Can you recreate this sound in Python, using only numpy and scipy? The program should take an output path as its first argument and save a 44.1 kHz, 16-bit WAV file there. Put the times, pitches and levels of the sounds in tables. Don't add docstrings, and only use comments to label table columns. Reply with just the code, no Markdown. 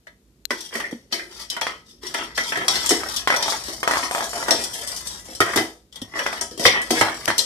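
import sys
import numpy as np
from scipy import signal
from scipy.fft import rfft, irfft, next_fast_len
from scipy.io import wavfile

SR = 44100
rng = np.random.default_rng(int(sys.argv[2]) if len(sys.argv) > 2 else 0)


def bounce(signal):
    frames = np.transpose(np.atleast_2d(signal))
    limited = np.clip(frames, -1, 1)
    pcm = np.round(limited * 32767).astype(np.int16)
    wavfile.write(sys.argv[1], SR, pcm)


N = 328545
TIME = np.arange(N) / SR
BLOW_TIME = np.arange(SR // 2) / SR
BLOW_HZ = np.fft.rfftfreq(len(BLOW_TIME), 1 / SR)
THUD_TOP_HZ, SHELL_TOP_HZ = 507, 2686

# start_s, contact, level_db, pitch_hz (the pitch it favours)
KNOCKS = [(.069, "wall", -48.5, 1790), (0.5059, "flat", -23.5, 1760), (0.509, "nudge", -28, 375),
          (.606, "rim", -38.5, 4630), (0.752, "wall", -31, 1920), (.754, "nudge", -24.5, 404),
          (.8, "wall", -31, 2020), (.839, "ring", -32, 2050), (.856, "ring", -38.5, 2070),
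          (.911, "bump", -42.5, 550), (.926, "thump", -46, 226), (1.124, "edge", -29.5, 4050),
          (1.137, "ring", -37, 2170), (1.14, "nudge", -27, 360), (1.194, "ring", -36, 1980),
          (1.5, "rim", -29.5, 4200), (1.565, "wall", -32, 1870), (1.612, "crack", -32, 4500),
          (1.614, "wall", -26.5, 1790), (1.6676, "rock", -24.5, 1410), (2.0315, "nudge", -30, 376),
          (2.067, "rim", -36, 3540), (2.141, "crack", -34, 5430), (2.144, "wall", -28, 1980),
          (2.376, "crack", -34.5, 3300), (2.377, "wall", -23.5, 1990), (2.52, "wall", -29, 1930),
          (2.556, "wall", -31, 2000), (2.571, "nudge", -26, 384), (2.646, "nudge", -31, 517),
          (2.682, "crack", -18.5, 4930), (2.755, "edge", -29.5, 3580), (2.86, "skid", -26.5, 7660),
          (2.892, "skid", -20.5, 7050), (2.907, "bump", -16, 320), (3.034, "rock", -29, 1200),
          (3.162, "rim", -28, 4800), (3.274, "rock", -17, 1700), (3.3021, "rock", -18.5, 1590),
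          (3.3239, "rock", -22, 1800), (3.341, "rock", -23.5, 1500), (3.362, "edge", -30, 700),
          (3.425, "edge", -28, 4670), (3.481, "rock", -25, 960), (3.5, "rim", -30, 4730),
          (3.5228, "rock", -27, 1280), (3.682, "bump", -34, 450), (3.8304, "rock", -23, 860),
          (3.8762, "rock", -17, 950), (3.9104, "rock", -19.5, 900), (3.9363, "rock", -22, 1200),
          (3.9569, "rock", -25, 1000), (3.9707, "rock", -22.5, 970), (4.111, "rock", -25, 780),
          (4.1489, "rock", -22, 760), (4.1815, "rock", -26, 760), (4.207, "rock", -26, 744),
          (4.225, "rock", -30.5, 660), (4.332, "rock", -32, 760), (4.428, "rock", -30, 900),
          (4.4823, "flat", -24, 850), (4.508, "crack", -19.5, 5200), (4.511, "bump", -23, 372),
          (4.589, "nudge", -28.5, 380), (4.638, "rim", -30, 5700), (4.788, "skid", -42, 9000),
          (4.874, "skid", -34, 9000), (4.963, "skid", -36, 6540), (5.071, "skid", -34.5, 8150),
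          (5.285, "nudge", -35, 520), (5.35, "skid", -39.5, 8100), (5.4036, "flat", -16, 1530),
          (5.405, "nudge", -24, 513), (5.4134, "rock", -28, 1250), (5.416, "wall", -24.5, 1750),
          (5.534, "wall", -30.5, 1500), (5.5592, "bump", -18, 313), (5.573, "flat", -20, 1600),
          (5.925, "tink", -50.5, 3200), (5.957, "tink", -42, 3340), (6.016, "tink", -39, 3310),
          (6.017, "thump", -50.5, 265), (6.19, "wall", -28, 1900), (6.2638, "rock", -22.5, 1480),
          (6.329, "rock", -29.5, 880), (6.411, "edge", -30, 7000), (6.511, "nudge", -31.5, 480),
          (6.576, "nudge", -26, 410), (6.595, "nudge", -19.5, 2860), (6.653, "flat", -13.5, 2240),
          (6.663, "edge", -20, 3700), (6.673, "ring", -19, 2280), (6.816, "skid", -37, 8700),
          (6.906, "bump", -17, 322), (7.0108, "flat", -15.5, 1360), (7.278, "flat", -21, 1430),
          (7.3026, "rock", -21, 1310), (7.3801, "skid", -21, 6500), (7.3911, "tink", -24, 4100)]
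CONTACTS = {"flat": (16, -6, -0.5, -8, 0, 7, -0.94, 0.23), "wall": (1, -14.5, 1, -9, -3, 9, 0.8, 0.19),
            "ring": (-6, -25, 1.5, -21.5, -12, 19.5, 0.33, 0.3),
            "edge": (5.5, -8, -3, 4.5, 8, 14.5, 0.9, 0.28),
            "crack": (12.5, -17.5, -6, 1.5, 19, 10.5, 1.1, 0.43),
            "rim": (-30, -24, -24.5, 2.5, 2, 6, -1.4, 0.23),
            "skid": (-22, -19.5, -18.5, 3, 0.5, 7, 0.4, 0.31),
            "bump": (10, -0.5, -8.5, -4, -9, 10.5, 0.9, 0.37),
            "nudge": (-9.5, -6, -19.5, -10.5, -20, 12, 0.1, 0.66),
            "thump": (-6, 18, -4, -35, -30, 18, 0.5, 0), "tink": (-28, -20, -14.5, 3, -6, 15, -0.2, 0.1),
            "rock": (21.5, -18.5, -5, -11.5, -1.5, 13, 1.36, 0.28)}
# pitch_hz, level_db, decay_s
CAN_MODES = [(234.6, 4.5, 0.18), (325.6, 1, 0.35), (393.8, 1, 0.18), (492.4, -1, 0.14), (585, -2, 0.2),
             (675.4, 4.5, 0.24), (741, -3.5, 0.36), (956, 0.5, 0.24), (1303, 2.5, 0.36), (1686, 1, 0.22),
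             (1857, 6, 0.15), (1980, 6.5, 0.21), (3057, 3, 0.3), (3280, -0.5, 0.45), (3527, 1.5, 0.28),
             (5654, 4.5, 0.25)]
# pitch_hz, level_db
CAN_SPECTRUM = [(50, -49.5), (100, -1), (160, -10.5), (320, -4.5), (600, -5), (900, -1.5), (1530, -4),
                (1980, 0), (2250, -5), (2800, -11), (3150, -2), (3950, -4.5), (5550, 2), (6600, -4.5),
                (8500, -1.5), (14000, -11.5)]
# time_s, delay_ms
RIGHT_DELAY = [(1, 0.0028), (4.1, 0.19), (5.2, 0.12), (7.4, 0.021)]
# start_s, length_s, rasp_db, hiss_db
SLIDES = [(0.487, 0.17, -51.5, -39), (0.703, 0.066, -33, -34.5), (1.101, 0.016, -36, -31.5),
          (1.275, 0.13, -47, -43.5), (1.351, 0.041, -48, -33.5), (1.499, 0.018, -33.5, -45),
          (1.627, 0.069, -35, -42), (1.84, .06, -62.5, -48), (2.009, 0.064, -40, -37),
          (2.124, 0.1, -29.5, -35), (2.336, 0.15, -37, -29.5), (2.506, 0.53, -31, -39.5),
          (2.68, 0.27, -37, -27), (3.021, 0.17, -37, -30.5), (3.303, 0.21, -29, -33),
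          (3.427, 0.12, -37, -28.5), (3.543, 0.22, -42.5, -33), (3.86, 0.2, -31, -28.5),
          (4.096, 0.21, -33.5, -29), (4.307, 0.31, -30, -30.5), (4.563, 0.12, -47, -36.5),
          (4.69, 0.3, -40, -31), (5.01, 0.16, -44, -37.5), (5.222, 0.09, -47.5, -41),
          (5.405, 0.16, -28, -36.5), (5.913, 0.18, -51, -50.5), (6.114, 0.23, -28.5, -33),
          (6.582, 0.049, -36, -20), (6.693, 0.072, -23, -53), (6.81, 0.17, -46, -39),
          (6.924, 0.063, -26, -23), (7.017, 0.094, -26.5, -32.5), (7.16, 0.37, -39.5, -38)]
# time_s, pitch_hz
RASP_PITCH = [(0.5, 1700), (2.5, 1930), (3.2, 1210), (4.3, 866), (5.3, 1505), (6.297, 1028), (6.7, 2180),
              (7.1, 1090)]
# time_s, pitch_hz
HISS_PITCH = [(3.5, 4400), (4.9, 9500), (6.2, 4700)]
# start_s, level_db, pitch_hz, left_minus_right_db
CAMERA_TICKS = [(0.4538, -7.5, 4070, 22), (7.257, -5, 5820, 18)]
# pitch_hz, level_db
ROOM_SPECTRUM = [(30, -29), (76, -20), (103, -87.5), (223, -25), (1220, -29.5), (5600, -31.5),
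                 (7500, -31.5), (14000, -37.5)]
# time_s, level_db
RUMBLE_LEVELS = [(0.0, -55.5), (1.9, -49), (2.74, -42), (5.55, -44), (5.8, -56.5), (6.2, -46),
                 (7.45, -41.5)]
# pitch_hz, level_db
RUMBLE_SPECTRUM = [(30, -48.5), (55, 0.0), (85, -12.5), (200, -11.5), (450, -17.5), (2000, -67.5)]
# pitch_hz, left_minus_right_db
MIC_BALANCE = [(100, -3.5), (400, 0.5), (1300, 0.3), (2300, 0), (4300, 7.5), (7900, 2.5), (14000, 9.5)]


def can_knocks(blow_s=0.023, at_box_s=5.2, box_db=-9):
    out = np.zeros((2, N))
    for start_s, contact, level_db, pitch_hz in KNOCKS:
        pop_db, thud_db, shell_db, rim_db, crack_db, boost_db, octaves, decay_s = CONTACTS[contact]
        spectrum = touch_spectrum(uneven_db=6.2) * boost_near(pitch_hz, boost_db, octaves)
        thud, shell, rim = can_ring(spectrum, decay_s, modes_db=-5.5, early_db=4.5)
        if start_s > at_box_s and contact in ("flat", "thump"):
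            thud = thud + undb(box_db) * box_boom()
        ring = undb(thud_db - 0.5) * thud + undb(shell_db + 1) * shell + undb(rim_db - 0.5) * rim
        snap = undb(pop_db - 6) * wall_pop(start_s) + undb(crack_db - 4) * rim_crack()
        add(out, start_s, undb(level_db) * (np.sqrt(blow_s * SR) * ring + snap))
    return out


def can_ring(spectrum, decay_s, modes_db, early_db, scatter_db=3, grip_detune=0.013, room_db=-14):
    mode_hz, mode_db, mode_decay_s = np.transpose(CAN_MODES)
    detune, angle, scatter = rng.standard_normal((3, len(mode_hz)))
    strength = undb(mode_db + scatter_db * scatter) * np.interp(mode_hz, BLOW_HZ, spectrum)
    strength *= rng.choice([-1, 1], len(mode_hz))
    phase = np.outer(2 * np.pi * mode_hz * (1 + grip_detune * detune), BLOW_TIME)
    right_shift = (angle * np.minimum(mode_hz / 1100, 2))[:, None]
    longest_s = max(decay_s, 0.05) + 0.06
    fades = np.array([fade(min(seconds, longest_s)) for seconds in mode_decay_s])
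    modes = strength @ (fades * np.sin([phase, phase + right_shift]))
    early = spread_noise(spectrum) * undb(early_db) * fade(0.079)
    dull_spectrum = spectrum / np.hypot(1, BLOW_HZ / 7500)
    tail = spread_noise(dull_spectrum) * (fade(decay_s) + undb(room_db) * fade(0.29))
    attack = 1 - np.exp(-BLOW_TIME / 0.0004)
    sound = (unit_energy(early + tail) + undb(modes_db) * unit_energy(modes)) * attack
    thud = filtered(filtered(sound, 176, "high", order=3), THUD_TOP_HZ, "low", order=5)
    shell = filtered(filtered(sound, THUD_TOP_HZ, "high", order=4), 1.15 * SHELL_TOP_HZ, "low", order=8)
    rim = filtered(sound, SHELL_TOP_HZ, "high", order=8)
    return unit_energy(thud), unit_energy(shell), unit_energy(rim)


def touch_spectrum(uneven_db, cluster_hz=90, blend_hz=9000):
    clusters = np.interp(BLOW_HZ / cluster_hz, np.arange(512), rng.standard_normal(512))
    clusters *= np.minimum(BLOW_HZ / THUD_TOP_HZ, 1)
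    clusters /= np.hypot(1, BLOW_HZ / blend_hz)
    edge_db = rng.standard_normal() * np.log2(np.maximum(BLOW_HZ / 4500, 1))
    return gain_at(CAN_SPECTRUM, BLOW_HZ) * undb(uneven_db * clusters + edge_db)


def wall_pop(time_s, pitch_hz=1250, delay_s=0.00057):
    right_delay_s = curve_at(RIGHT_DELAY, time_s) / 1000
    phase = 2 * np.pi * pitch_hz * (BLOW_TIME - delay_s - np.array([[0], [right_delay_s]]))
    return -phase * np.exp((1 - phase ** 2) / 2)


def rim_crack(decay_s=0.008, band_hz=(2500, 9000)):
    return filtered(rng.standard_normal((2, len(BLOW_TIME))), band_hz, "band", order=1) * fade(decay_s)


def can_scrape(hops_per_s=45, hop_db=12, boards_db=-12, rasp_db=-2, hiss_db=-3.5):
    out = np.zeros((2, N))
    judders = stick_slip(per_s=260, spread_db=3.0)
    slips = stick_slip(per_s=420, spread_db=3.5)
    hops = (rng.random(N) < hops_per_s / SR) * rng.uniform(0, 0.91, N) * undb(hop_db)
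    rasp, hiss = slide_levels()
    pushes = np.array([judders * rasp, slips * hiss, hops * rasp])
    step = SR // 11
    for i in range(0, N, step):
        middle_s = (i + step / 2) / SR
        spectrum = touch_spectrum(uneven_db=5.2)
        spectrum *= boost_near(curve_at(RASP_PITCH, middle_s), boost_db=4.5, octaves=0.86)
        spectrum *= boost_near(curve_at(HISS_PITCH, middle_s), boost_db=4.5, octaves=0.7)
        thud, shell, rim = can_ring(spectrum, decay_s=0.14, modes_db=-9, early_db=2)
        voices = undb(rasp_db) * shell + undb(boards_db) * thud, undb(hiss_db) * rim, wall_pop(i / SR)
        for push, voice in zip(pushes, voices):
            add(out, i / SR, signal.fftconvolve(push[None, i:i + step], voice))
    return out


def stick_slip(per_s, spread_db):
    jerks = (rng.random(N) < per_s / SR) * undb(spread_db * np.minimum(rng.exponential(size=N), 4))
    return jerks * rng.choice([-1, 1], N) / np.sqrt(np.mean(jerks ** 2))


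def slide_levels(attack_s=0.046, sag_db_per_s=9, release_db_per_s=181, wobbles_per_s=25):
    power = np.zeros((2, N))
    for start_s, length_s, rasp_db, hiss_db in SLIDES:
        age_s = TIME[:SR]
        fall_db = sag_db_per_s * age_s + release_db_per_s * np.maximum(age_s - length_s, 0)
        shape = np.minimum(age_s / attack_s, 1) * undb(-fall_db)
        add(power, start_s, np.outer(undb([rasp_db, hiss_db]), shape) ** 2)
    wobble_db = np.interp(TIME * wobbles_per_s, np.arange(512), rng.standard_normal(512))
    return np.sqrt(power) * undb(wobble_db)


def box_boom(pitches_hz=(106, 178), levels_db=(0, -6), decay_s=0.22):
    boom = undb(levels_db) @ np.sin(2 * np.pi * np.outer(pitches_hz, BLOW_TIME)) * fade(decay_s)
    return unit_energy(np.array([boom, boom]))


def camera_ticks(crack_s=0.0062, ring_s=0.021, ring_db=-14):
    out = np.zeros((2, N))
    for start_s, level_db, pitch_hz, left_minus_right_db in CAMERA_TICKS:
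        crack = filtered(rng.standard_normal(len(BLOW_TIME)), [2500, 11000], "band", order=1) * fade(crack_s)
        tick = crack + undb(ring_db) * np.sin(2 * np.pi * pitch_hz * BLOW_TIME) * fade(ring_s)
        sides = undb([level_db, level_db - left_minus_right_db])
        add(out, start_s, np.outer(sides, tick / np.abs(tick).max()))
    return out


def room_background(hiss_db=-70, rumble_db=-6, hum_db=-62, hum_hz=56.5):
    hz = np.fft.rfftfreq(2 * next_fast_len(N // 2 + 1), 1 / SR)
    hiss = np.sqrt(N) * unit_energy(spread_noise(gain_at(ROOM_SPECTRUM, hz))[:, :N])
    rumble = np.sqrt(N) * unit_energy(spread_noise(gain_at(RUMBLE_SPECTRUM, hz))[:, :N])
    rumble *= undb(rumble_db + curve_at(RUMBLE_LEVELS, TIME))
    hum = np.sin(2 * np.pi * hum_hz * TIME)
    return undb(hiss_db) * hiss + rumble + undb(hum_db) * hum


def spread_noise(spectrum, mic_spacing_m=0.12):
    size = 2 * (len(spectrum) - 1)
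    alike = np.sinc(2 * np.fft.rfftfreq(size, 1 / SR) * mic_spacing_m / 343)
    mid, side = rfft(rng.standard_normal((2, size))) * np.sqrt([1 + alike, 1 - alike]) * spectrum
    return irfft([mid + side, mid - side], size)


def boost_near(centre_hz, boost_db, octaves):
    return undb(boost_db * np.exp(-(np.log2((BLOW_HZ + 1) / centre_hz) / octaves) ** 2))


def undb(db):
    return 10 ** (np.asarray(db) / 20)


def fade(decay_s):
    return np.exp(-np.log(1000) * BLOW_TIME / max(decay_s, 0.002))


def unit_energy(sound):
    return sound / np.sqrt(np.sum(sound.mean(0) ** 2))


def filtered(sound, hz, kind, order):
    return signal.sosfilt(signal.butter(order, hz, kind, fs=SR, output="sos"), sound)


def curve_at(table, time_s):
    return np.interp(time_s, *np.transpose(table))


def gain_at(table, hz):
    pitch_hz, level_db = np.transpose(table)
    return undb(np.interp(np.log(hz + 1), np.log(pitch_hz), level_db))


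def add(track, start_s, sound):
    i = int(np.clip(start_s * SR, 0, N - 1))
    track[:, i:i + sound.shape[1]] += sound[:, :N - i]


def scene():
    return can_knocks() + can_scrape() + camera_ticks() + room_background()


def record(dry, top_hz=14100):
    size = next_fast_len(N)
    tilt = np.sqrt(gain_at(MIC_BALANCE, np.fft.rfftfreq(size, 1 / SR)))
    heard = irfft(rfft(dry, size) * np.array([tilt, 1 / tilt]), size)[:, :N]
    treble_cut = signal.ellip(10, 0.2, 70, top_hz, fs=SR, output="sos")
    return signal.sosfilt(treble_cut, np.clip(heard, -1, 1))


dry = scene()
out = record(dry)
bounce(out)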